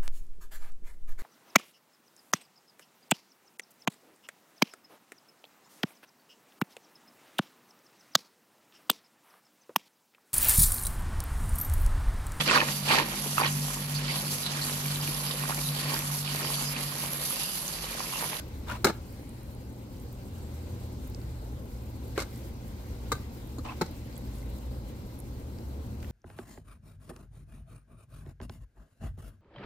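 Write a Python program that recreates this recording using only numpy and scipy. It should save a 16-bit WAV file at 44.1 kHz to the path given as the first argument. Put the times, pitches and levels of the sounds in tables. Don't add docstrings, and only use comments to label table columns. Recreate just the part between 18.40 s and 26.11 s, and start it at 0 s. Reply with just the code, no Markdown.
import sys
import numpy as np
from scipy import signal
from scipy.fft import rfft, irfft, next_fast_len
from scipy.io import wavfile
from scipy.ndimage import uniform_filter1d, map_coordinates

SR = 44100
rng = np.random.default_rng(int(sys.argv[2]) if len(sys.argv) > 2 else 0)


def to_wav(sig):
    pcm = np.clip(np.atleast_2d(sig), -1, 1) * 32767
    pcm = np.round(pcm).astype(np.int16)
    wavfile.write(sys.argv[1], SR, pcm.T)


def makeup_ratio(level_db):
    decades = np.asarray(level_db, float) / 20
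    return 10 ** decades


N = 340011
HZ = np.fft.rfftfreq(next_fast_len(N + SR // 2), 1 / SR)


def unit(x):
    return x / np.sqrt(np.mean(x ** 2) + 1e-20)


def along(points, hz=HZ):
    f, v = np.transpose(points)
    return np.interp(np.log(hz + 1), np.log(f + 1), v)


def curves(rows):
    s, *cols = np.transpose(rows)
    return [np.interp(np.arange(N) / SR, s, c) for c in cols]


def wobble(rate):
    knots = rng.standard_normal(int(N * rate / SR) + 4)
    return map_coordinates(knots, [np.arange(N) * rate / SR])


def filtered(x, response):
    m = next_fast_len(N + SR // 2)
    return irfft(rfft(x, m) * response, m)[..., :N]


def ringing(peaks):
    total = 0
    for k, (c, width, db) in enumerate(peaks):
        total = total + (-1) ** k * makeup_ratio(db) * 1j * HZ * width / (c * c - HZ * HZ + 1j * HZ * width)
    return total


def causal(gain):
    cepstrum = irfft(np.log(gain + 1e-6))
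    half = len(cepstrum) // 2
    cepstrum[1:half] *= 2
    cepstrum[half + 1:] = 0
    return np.exp(rfft(cepstrum))


def sides(pan_db):
    return makeup_ratio(np.array([[.5], [-.5]]) * pan_db)


def ports(pair, alike, lean, lead_s=0):
    turn = np.arccos(np.clip(along(alike), -1, 1)) / 2
    mid, side = filtered(pair, np.array([np.cos(turn), np.sin(turn)]))
    lead = np.exp(np.array([[1j], [-1j]]) * np.pi * HZ * lead_s)
    return filtered(np.array([mid + side, mid - side]), sides(along(lean)) * lead)


def rush(gain, patchy_db):
    # hz, likeness
    room_alike = [(60, 1), (130, 0.91), (290, 1), (640, 0.89), (1410, -0.039), (3100, 0.11), (6820, -0.14),
                  (15000, -0.13)]
    # hz, left_over_right_db
    room_lean = [(60, 1), (110, -0.5), (200, 2), (380, 0.5), (700, -0.5), (1290, 4.5), (2380, 2),
                 (4400, 2.5), (8120, -2), (15000, -6.5)]
    z = signal.stft(rng.standard_normal((2, N)), nperseg=512)[2]
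    field = uniform_filter1d(rng.standard_normal(z.shape[1:]), size=8, axis=0)
    field = uniform_filter1d(field, size=10, axis=1)
    pair = signal.istft(z * makeup_ratio(patchy_db * unit(field)), nperseg=512)[1][:, :N]
    both = ports(filtered(pair, gain), room_alike, room_lean, lead_s=0.000305)
    return both / np.sqrt(np.mean(both.mean(0) ** 2))


def fan():
    # start_s, swell_db, rumble_centre_hz
    duct = [(0, -46, 69.5), (.3, -41.5, 67.9), (.6, -49.5, 59.2), (1.2, -49, 58.4), (1.45, -56, 69.1),
            (2, -41, 76.25), (2.4, -40.5, 80.66), (2.6, -41, 58), (3.3, -44, 58), (3.55, -42, 72.1),
            (3.9, -42.5, 70.25), (4.15, -42.5, 58.97), (4.75, -42, 61.1), (5.3, -44.5, 78.05),
            (5.65, -42.5, 63.57), (6.05, -39, 61.7), (6.8, -45, 62.2), (7.2, -41.5, 69.63)]
    # hz, level_db_per_hz
    air = [(8.8, -48), (15, -29), (27, -16), (35, -11.5), (48, -7), (70, -2.5), (97, -8), (125, -8),
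           (146, -16.5), (231, -11.5), (429, -22), (520, -20.5), (681, -30), (825, -27), (1500, -43),
           (1950, -55), (3300, -120)]
    swell_db, centre_hz = curves(duct)
    swell_db = swell_db - swell_db.mean()
    flutter = 4.1 + wobble(11)
    rumble_turn = 2 * np.pi * np.cumsum(centre_hz + 6 * wobble(9.8)) / SR
    rumble = unit(np.real(flutter * np.exp(1j * rumble_turn)))
    hum_swing = 5.5 + 0.32 * wobble(4.9) + .8j * wobble(24)
    hum_turn = 2 * np.pi * np.cumsum(119 + 3 * wobble(4)) / SR
    hum = unit(np.real(hum_swing * np.exp(1j * hum_turn)))
    flow = makeup_ratio(-41 + 0.15 * swell_db + 0.15 * wobble(11.0)) * rush(makeup_ratio(along(air)), patchy_db=0.6)
    return flow + makeup_ratio(-46.5 + 1.7 * swell_db) * rumble + makeup_ratio(-48.5 + 0.15 * swell_db) * hum


def hiss():
    # start_s, level_db
    simmer = [(0.0, -59.5), (0.47, -59.5), (1.33, -63.5), (2.17, -59.5), (3.13, -62), (3.35, -62.5),
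              (3.99, -58), (4.14, -61), (4.76, -58), (5.26, -62), (5.39, -56.5), (5.71, -60), (5.91, -60),
              (6.18, -61), (6.61, -61), (7.54, -63), (7.71, -60.5)]
    # hz, level_db_per_hz
    dull = [(590, -47), (1000, 0.5), (1190, -9.5), (1590, -4), (1730, -8.5), (2100, -3.5), (2280, -6),
            (3590, -8), (3990, -5.5), (7000, -12.5), (9100, -66), (15400, -120)]
    # hz, level_db_per_hz
    bright = [(3530, -27), (6000, -9), (7160, -1.5), (7900, 0), (10500, -4), (12400, 1), (15100, -2),
              (16000, -5.5)]
    simmer_db, = curves(simmer)
    simmer_db = simmer_db - simmer_db.mean()
    earlier_db = 8.5 * np.exp(-np.arange(N) / SR / 0.031)
    flicker = wobble(25)
    low_db = -62 + 0.93 * simmer_db + earlier_db + .5 * flicker
    fizz_db = -63.5 + 0.66 * simmer_db + 0.97 * flicker + 1.34 * wobble(80)
    low = makeup_ratio(low_db) * rush(makeup_ratio(along(dull)), patchy_db=1.5)
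    return low + makeup_ratio(fizz_db) * rush(makeup_ratio(along(bright)), patchy_db=0.6)


def steam():
    # start_s, end_s, pitch_hz, width_hz, level_db
    puffs = [
        (1.72, 3, 8000, 1200, -74),
        (0.64, 1.09, 9900, 1200, -74.5),
        (6.3, 6.75, 4100, 500, -72),
        (0.7, 1, 2150, 540, -70),
        (5.93, 6.03, 10000, 4000, -68),
        (3.93, 4, 11000, 4000, -66),
    ]
    t, fade_s = np.arange(N) / SR, 0.074
    out = np.zeros((2, N))
    for s, end, hz, width, db in puffs:
        fade = np.interp(t, [s - fade_s, s, end, end + fade_s], [0, 1, 1, 0])
        out += makeup_ratio(db) * fade * rush(np.exp(-((HZ - hz) / width) ** 2), patchy_db=4.0)
    return out


def ticks():
    # start_s, peak_db, pitch_hz, pan_db
    snaps = [(0.0633, -45, 14300, -5.5), (1.0323, -44, 11700, -14), (1.1493, -47, 11680, -12),
             (1.5707, -48, 5040, -3), (1.5994, -44, 8570, -2.5), (1.6362, -44, 12700, -3.5),
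             (1.833, -45, 15300, 1), (1.9835, -49, 8620, -1.5), (2.6993, -41, 14200, -17),
             (2.7243, -50, 4756, -5), (2.7472, -33.5, 5340, -5), (2.816, -45, 4670, -4),
             (3.958, -46, 5146, -4.5), (4.0537, -47, 7970, -6), (5.0732, -44, 13030, -15),
             (5.766, -41, 7660, -8), (6.0051, -48, 5140, -1.5), (6.8018, -34.5, 10400, -9),
             (7.186, -43, 4690, -1), (2.0068, -47, 4480, -1.5), (2.8933, -50, 5580, -3.5),
             (4.7905, -46, 4190, -4), (5.727, -45, 4500, -3), (6.018, -46, 4300, -3),
             (6.186, -48, 4080, -4)]
    # start_s, peak_db, pitch_hz, pan_db, t60_s
    squelches = [(0.0827, -46, 12300, -5.0, 0.015), (0.7243, -40, 14100, -10, 0.015),
                 (0.8916, -41.5, 8800, -12, 0.013), (1.726, -37, 15500, -4.0, 0.015),
                 (2.1894, -45, 7230, -3.0, 0.015), (2.6733, -38, 15500, -8.5, 0.015),
                 (3.256, -46, 12200, -3.0, 0.015), (3.5028, -47, 13700, -3.5, 0.015),
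                 (3.5623, -52, 12800, -4.0, 0.015), (3.6444, -56, 6550, -2.5, 0.015),
                 (3.6815, -46, 12000, -4.0, 0.015), (3.7489, -50, 8010, -3.5, 0.015),
                 (3.9255, -50, 13100, -3.5, 0.015), (3.9589, -41, 8340, -5.0, 0.015),
                 (3.9744, -40, 12000, -4.5, 0.015), (4.0694, -42, 14700, -4.5, 0.015),
                 (4.4861, -42, 14000, -6.5, 0.015), (5.1377, -51, 12300, -4.0, 0.015),
                 (5.5104, -42, 12700, -9, 0.015), (5.5644, -47, 8350, -8, 0.015),
                 (5.6695, -46, 12400, -5.5, 0.015), (5.6974, -51, 12400, -5.0, 0.015),
                 (5.7554, -42, 7660, -6.0, 0.015), (5.7773, -35, 12200, -16, 0.017),
                 (5.7944, -53, 13100, -4.5, 0.015), (5.9339, -47, 7530, -2.5, 0.015),
                 (5.9834, -46, 7430, -2.5, 0.015), (6.1794, -41, 13400, -5.5, 0.015),
                 (6.1854, -45, 7330, -4.5, 0.015), (6.7885, -39, 10900, 0, 0.015)]
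    out, t = np.zeros((2, N + SR)), np.arange(SR // 15) / SR
    rows = [(*row, 0.0076, 1e-5) for row in snaps]
    rows += [(s, db - 3.5, *rest, .001) for s, db, *rest in squelches]
    for s, db, hz, pan_db, t60, rise_s in rows:
        b, a = signal.iirpeak(min(hz, 15000), 2.7, SR)
        shape = makeup_ratio(-60 * t / t60) * (1 - np.exp(-t / rise_s))
        burst = rng.standard_normal((2, len(t))) * shape
        shared = burst[:1] + .6 * burst
        snap = signal.lfilter(b, a, signal.lfilter(b, a, shared))
        out[:, round(s * SR):][:, :len(t)] += makeup_ratio(db) * sides(pan_db) * snap / np.abs(snap).max()
    return out[:, :N]


def catches():
    # start_s, peak_db, pitch_hz
    grabs = [
        [(0.28, -34, 964), (0.295, -30, 1300), (0.3, -32, 1350), (0.291, -40, 1400), (0.305, -31, 1380),
         (0.31, -33, 1410), (0.315, -27.5, 1440), (0.327, -35, 1040), (0.333, -35, 1030), (0.339, -30, 1000),
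         (0.35, -33, 950), (0.355, -30, 960), (5.252, -36.5, 1050), (5.256, -37, 1030), (5.272, -34, 976),
         (5.294, -38, 1050), (5.306, -37, 1000), (5.311, -35, 1000), (5.32, -43, 888)],
        [(0.2994, -37, 2430), (0.298, -38, 2850), (0.304, -39, 2850), (5.291, -41, 2600), (0.3494, -42, 2620),
         (0.3554, -40, 2720), (3.7854, -37, 2130), (3.7934, -36, 2151), (5.2594, -39, 2140),
         (5.2704, -47, 2527), (5.2804, -50, 2530), (5.2854, -40, 2550), (5.2959, -32.5, 2600),
         (5.3164, -45, 2320), (6.0262, -48, 2070)],
        [(0.2838, -37, 3600), (5.1896, -47, 4100), (5.184, -45, 6800), (5.192, -42, 1210), (5.3014, -51, 4500),
         (5.7648, -48, 3360)],
    ]
    out, t = np.zeros((2, N + SR)), np.arange(SR // 16) / SR
    rise_s, t60_s = 0.003, 0.018
    shape = (1 - np.exp(-t / rise_s)) * makeup_ratio(-60 * t / t60_s)
    for s, db, hz in sum(map(list, grabs), []):
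        rough = 1 + 0.24 * unit(uniform_filter1d(rng.standard_normal((2, len(t))), size=40))
        turn = rng.uniform(0, 2 * np.pi, (2, 1)) * [[0], [1]]
        ring = np.sin(2 * np.pi * hz * t + turn)
        out[:, round(s * SR):][:, :len(t)] += makeup_ratio(db + 9) * shape * rough * ring
    return out[:, :N]


def scrapes():
    # full_grip_s, let_go_s, level_db, sag_by_let_go_db, ring_db
    drags = [
        (0.288, 0.374, -39, 8.5, -11.5),
        (0.471, 0.502, -30.5, 5.5, -6),
        (3.789, 3.833, -38, 6, -11),
        (5.251, 5.333, -45.5, 1.5, -11),
        (3.762, 3.777, -51, -1, -12),
    ]
    # pitch_hz, width_hz, level_db
    rubbed = [
        [(1000, 97, 4.5), (1400, 76, 13), (2410, 50, -33)],
        [(440, 100, -2), (1240, 110, -6), (3800, 72, -11.5)],
        [(2110, 58, 0), (6420, 38, 4), (8020, 47, -7)],
        [(1010, 95, 3.5), (2620, 41, -5)],
        [(1900, 200, 0), (4100, 300, 0)],
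    ]
    # hz, level_db_per_hz
    rasps = [
        [(350, -33), (600, -4), (875, -14), (988, -1), (1420, -8), (1740, -8), (15000, -29.5)],
        [(150, -38), (250, -4), (935, 1), (1090, -11), (1290, -12), (3270, -23), (3880, -10.5), (15000, -47)],
        [(410, -25), (700, -6), (1560, 0.5), (1760, -8), (3540, -13), (3770, -6), (8210, -15), (15500, -35)],
        [(350, -41), (600, -6), (977, -4), (1630, -19), (2560, -12), (2930, -17), (9000, -30.5), (11700, -64),
         (19800, -120)],
        [(600, -30), (1200, -5), (2200, 1), (3300, -10), (4100, -10), (7000, -15), (15000, -30)],
    ]
    # upper_share_at_grip, upper_share_at_let_go, loudest_ring_s
    slides = [(0.84, -.4, 0.306), (1.1, -0.075, 0.466), (.02, 0.5, 3.796), (0.17, 0.51, 5.297),
              (.4, .6, 3.765)]
    rises = [0.023, 0.0019, 0.0049, 0.0091, 0.0074]
    out, t = np.zeros((2, N)), np.arange(N) / SR
    for drag, body, rasp, (*slide, sing), rise_s in zip(drags, rubbed, rasps, slides, rises):
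        grip, end, db, sag_db, ring_db = drag
        held_db = np.interp(t, [grip - rise_s, grip, end], [-17, 0, -sag_db])
        after = np.maximum(t - end, 0)
        level_db = db + held_db + np.maximum(-1300 * after, -15 - 290 * after)
        upper = np.clip(np.interp(t, [grip, end], slide) + 0.4 * wobble(45), 0, 1)
        sing_db = 9.5 * np.exp(-((t - sing) / 0.027) ** 2)
        ring_db = ring_db + wobble(45) + sing_db
        grains = rng.standard_normal((2, N)) * makeup_ratio(2.2 * wobble(300) + .7 * wobble(90))
        low = unit(filtered(grains, ringing(body[:1])))
        high = unit(filtered(grains, ringing(body[1:])))
        broad = unit(filtered(grains, causal(makeup_ratio(along(rasp)))))
        rings = makeup_ratio(ring_db) * ((1 - upper) * low + upper * high)
        out += makeup_ratio(level_db) * (broad + rings) * (t > grip - rise_s)
    return out


def knocks():
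    # start_s, peak_db, crack_db, heft_db
    gestures = [
        [(0.4436, -27, -10, 3), (0.4449, -13, -4.5, -6), (0.4456, -17, -1.5, 5), (0.4483, -14, -17, 2),
         (0.4508, -13, -12, 10), (.4533, -16, -7.5, 10), (0.4585, -16.5, -20, 9.5), (0.4612, -27, -8, 6),
         (0.4679, -10.5, -17.5, -11), (.4715, -24.5, -10, 9), (0.4775, -24, -15, 2), (0.484, -27, -7, -4),
         (.490, -29, -12, 6), (0.4955, -26, -14, 10), (0.499, -26, -18, 8), (0.504, -28, -14, 7),
         (0.509, -36, -14, 0)],
        [(3.707, -53, -27, 4), (3.7779, -13, -21.5, -0.5), (3.7808, -20.5, -22, 5.5), (3.7835, -22, -26, 9),
         (3.7895, -26, -18, 0), (3.796, -32, -15, 3), (3.8015, -25, -6.5, 2), (3.806, -29, -9, 3),
         (3.812, -33, -10, 0), (3.8195, -28, -9, 4), (3.823, -31, -7, 5), (3.827, -43, -7, -2)],
        [(4.7181, -19, -9.5, -6), (4.7191, -20, -14, -3), (4.7215, -20, -15, -2), (4.7235, -22, -15, 5),
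         (4.7257, -26, -8, 5.5), (4.731, -34, -12, -5), (4.752, -34.5, -13, -8)],
        [(5.1835, -25, -21, 3), (5.191, -31.5, -25, 3)],
        [(5.4102, -34, -18, -5), (5.4117, -19.5, -19.5, 0), (5.4132, -19, -18.5, -4), (5.4152, -18.5, -19, 1.5),
         (5.4172, -18, -18.5, 6), (5.4198, -18.5, -24, 6.5), (5.4235, -20, -25, 2), (5.4288, -29, -24, 7),
         (5.461, -49.5, 2, 0)],
        [(7.1856, -55, -6, 0), (7.6024, -61, 9, 0), (7.6276, -41.5, -6, -3), (7.6444, -41.5, -20, 0)],
    ]
    # pitch_hz, width_hz, level_db
    bodies = [
        [(170, 92, 5), (397, 61, 9), (525, 37, 4), (910, 74, 4), (1263, 55, 5), (1370, 70, 6), (1620, 110, 3.5),
         (2190, 79, 4.5), (2560, 53, -14), (3900, 90, -5), (4200, 170, -11), (5200, 160, -11), (5600, 110, -26),
         (7900, 330, -32)],
        [(250, 100, -3), (377, 150, 1), (550, 100, 2), (1114, 70, 3), (1330, 60, 2.5), (1560, 59, 0),
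         (2140, 40, 5), (2530, 100, -11), (2850, 150, -9), (3800, 180, -3.5), (4150, 60, -4), (4500, 100, -4),
         (5180, 100, -12)],
        [(463, 27, 14), (288, 27.6, 5.5), (748, 45, 8), (964, 180, 2), (1100, 83, 5), (1226, 46, 13),
         (1536, 28, 14.5), (2080, 120, -4), (2560, 65, -8), (3740, 124, -3), (3970, 37, 4.5), (4500, 160, -7),
         (170, 51, 4)],
        [(350, 125, -15), (1195, 300, -24), (4210, 380, -10), (6900, 410, -11)],
        [(170, 59, 10.5), (258, 61, 1), (364, 55, 10), (510, 55, -9), (880, 55, 5), (1345, 78, 9),
         (1610, 89, -5), (2113, 170, -1), (2590, 57, -2), (4100, 196, 1), (4400, 130, -3.5), (5160, 100, -1)],
        [(1630, 500, -2.5), (2600, 396, -9)],
    ]
    # hz, level_db_per_hz
    thuds = [
        [(59, -42), (100, -14), (407, 13.5), (693, -33), (1280, -18), (2000, -22), (3350, -45), (4120, 2.5),
         (6000, -34), (7800, -62), (13200, -120)],
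        [(120, -37), (200, -23), (431, 11.5), (900, -0.5), (1410, -16), (3070, -4), (3810, -33), (6000, -38),
         (7800, -63), (13200, -120)],
        [(88, -40), (150, 9), (463, -13), (927, -19), (1260, -6), (2170, -15), (3090, -21), (3890, -15),
         (6000, -23), (7800, -61), (13200, -120)],
        [(150, -41), (250, 17), (1300, -7.5), (2560, -27), (4130, -29), (6000, -40), (7800, -70), (13200, -120)],
        [(59, -32), (100, -8), (374, 7), (730, -4), (1380, -29), (2640, -36), (3020, -43), (4050, -29),
         (6000, -32), (7800, -67), (13200, -120)],
        [(710, -38), (1200, -10), (1800, 1), (3450, -2), (6000, -12), (7800, -46), (13200, -120)],
    ]
    # rattle_t60_s, crack_t60_s, rattle_db
    damping = [(0.02, 0.029, 5), (.018, 0.032, 4), (0.023, 0.035, 5), (0.04, 0.029, 9), (.016, 0.035, 5),
               (0.024, 0.019, 14)]
    presses = [0.00044, .0003, 0.00038, .0005, .0005, .0003]
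    out, t = np.zeros((2, N)), np.arange(SR // 8) / SR
    deep = 1 / (1 + (HZ / 650) ** 2)
    sharp = 1 - 1 / (1 + (HZ / 3530) ** 4)
    crack_tone = ringing([(4160, 500, -17), (7740, 2840, 1.9), (13000, 3200, -6)])
    for rows, body, thud, damp, press_s in zip(gestures, bodies, thuds, damping, presses):
        t60, crack_t60, rattle_db = damp
        light, heavy, crack = np.zeros((3, 2, N + len(t)))
        press = np.sin(np.pi * np.clip(t / press_s, 0, 1))
        for s, db, crack_db, heft_db in rows:
            here = np.s_[:, round(s * SR):round(s * SR) + len(t)]
            rattle = makeup_ratio(db + rattle_db - 60 * t / t60) * (1 - np.exp(-t / 0.00038))
            force = rattle * rng.standard_normal((2, len(t)))
            push = -makeup_ratio(db + np.array([[23], [13]])) * press / press.sum()
            light[here] += force + push
            heavy[here] += makeup_ratio(heft_db) * (0.53 * force + push)
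            snap = makeup_ratio(db + crack_db + 2.5 - 60 * t / crack_t60) * (1 - np.exp(-t / 0.00028))
            crack[here] += snap * rng.standard_normal((2, len(t)))
        power = sum(np.abs(ringing([mode])) ** 2 for mode in body)
        ware = causal(np.sqrt(power + makeup_ratio(along(thud) - 8.5) ** 2))
        out += filtered(heavy[:, :N], ware * deep)
        out += filtered(light[:, :N], ware * (1 - deep) * (1 - sharp))
        out += filtered(crack[:, :N], crack_tone + makeup_ratio(17) * ware * sharp)
    return out


def kitchen(x):
    # hz, t60_s
    decay = [(200, 0.23), (2000, 0.25), (10000, 0.16)]
    hz, t, z = signal.stft(rng.standard_normal((2, SR // 2)), SR, nperseg=256)
    tail = signal.istft(z * makeup_ratio(-60 * t / along(decay, hz)[:, None]), SR, nperseg=256)[1]
    delayed = np.pad(x, ((0, 0), (150, 0)))
    return signal.fftconvolve(delayed, tail / np.linalg.norm(tail[0]), axes=1)[:, :N]


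def scene():
    # hz, likeness
    near_alike = [(100, 1), (300, 1), (700, 0.31), (1400, 0.68), (3000, 0.093), (7000, -0.17),
                  (15000, 0.00087)]
    # hz, left_over_right_db
    near_lean = [(60, -1), (110, 2), (200, 4), (380, -3.5), (700, -3), (1290, 5), (2380, 0), (4400, 0),
                 (8120, -4), (15000, -12)]
    near = knocks() + scrapes() + catches()
    near = ports(near + makeup_ratio(-14.5) * kitchen(near), near_alike, near_lean)
    return near + ticks() + fan() + hiss() + steam()


def roll_off(x):
    return signal.sosfilt(signal.butter(12, 15820, fs=SR, output="sos"), x)


def record(dry):
    heard = filtered(dry, HZ < 15820)
    return roll_off(heard)


dry = scene()
out = record(dry)
to_wav(out)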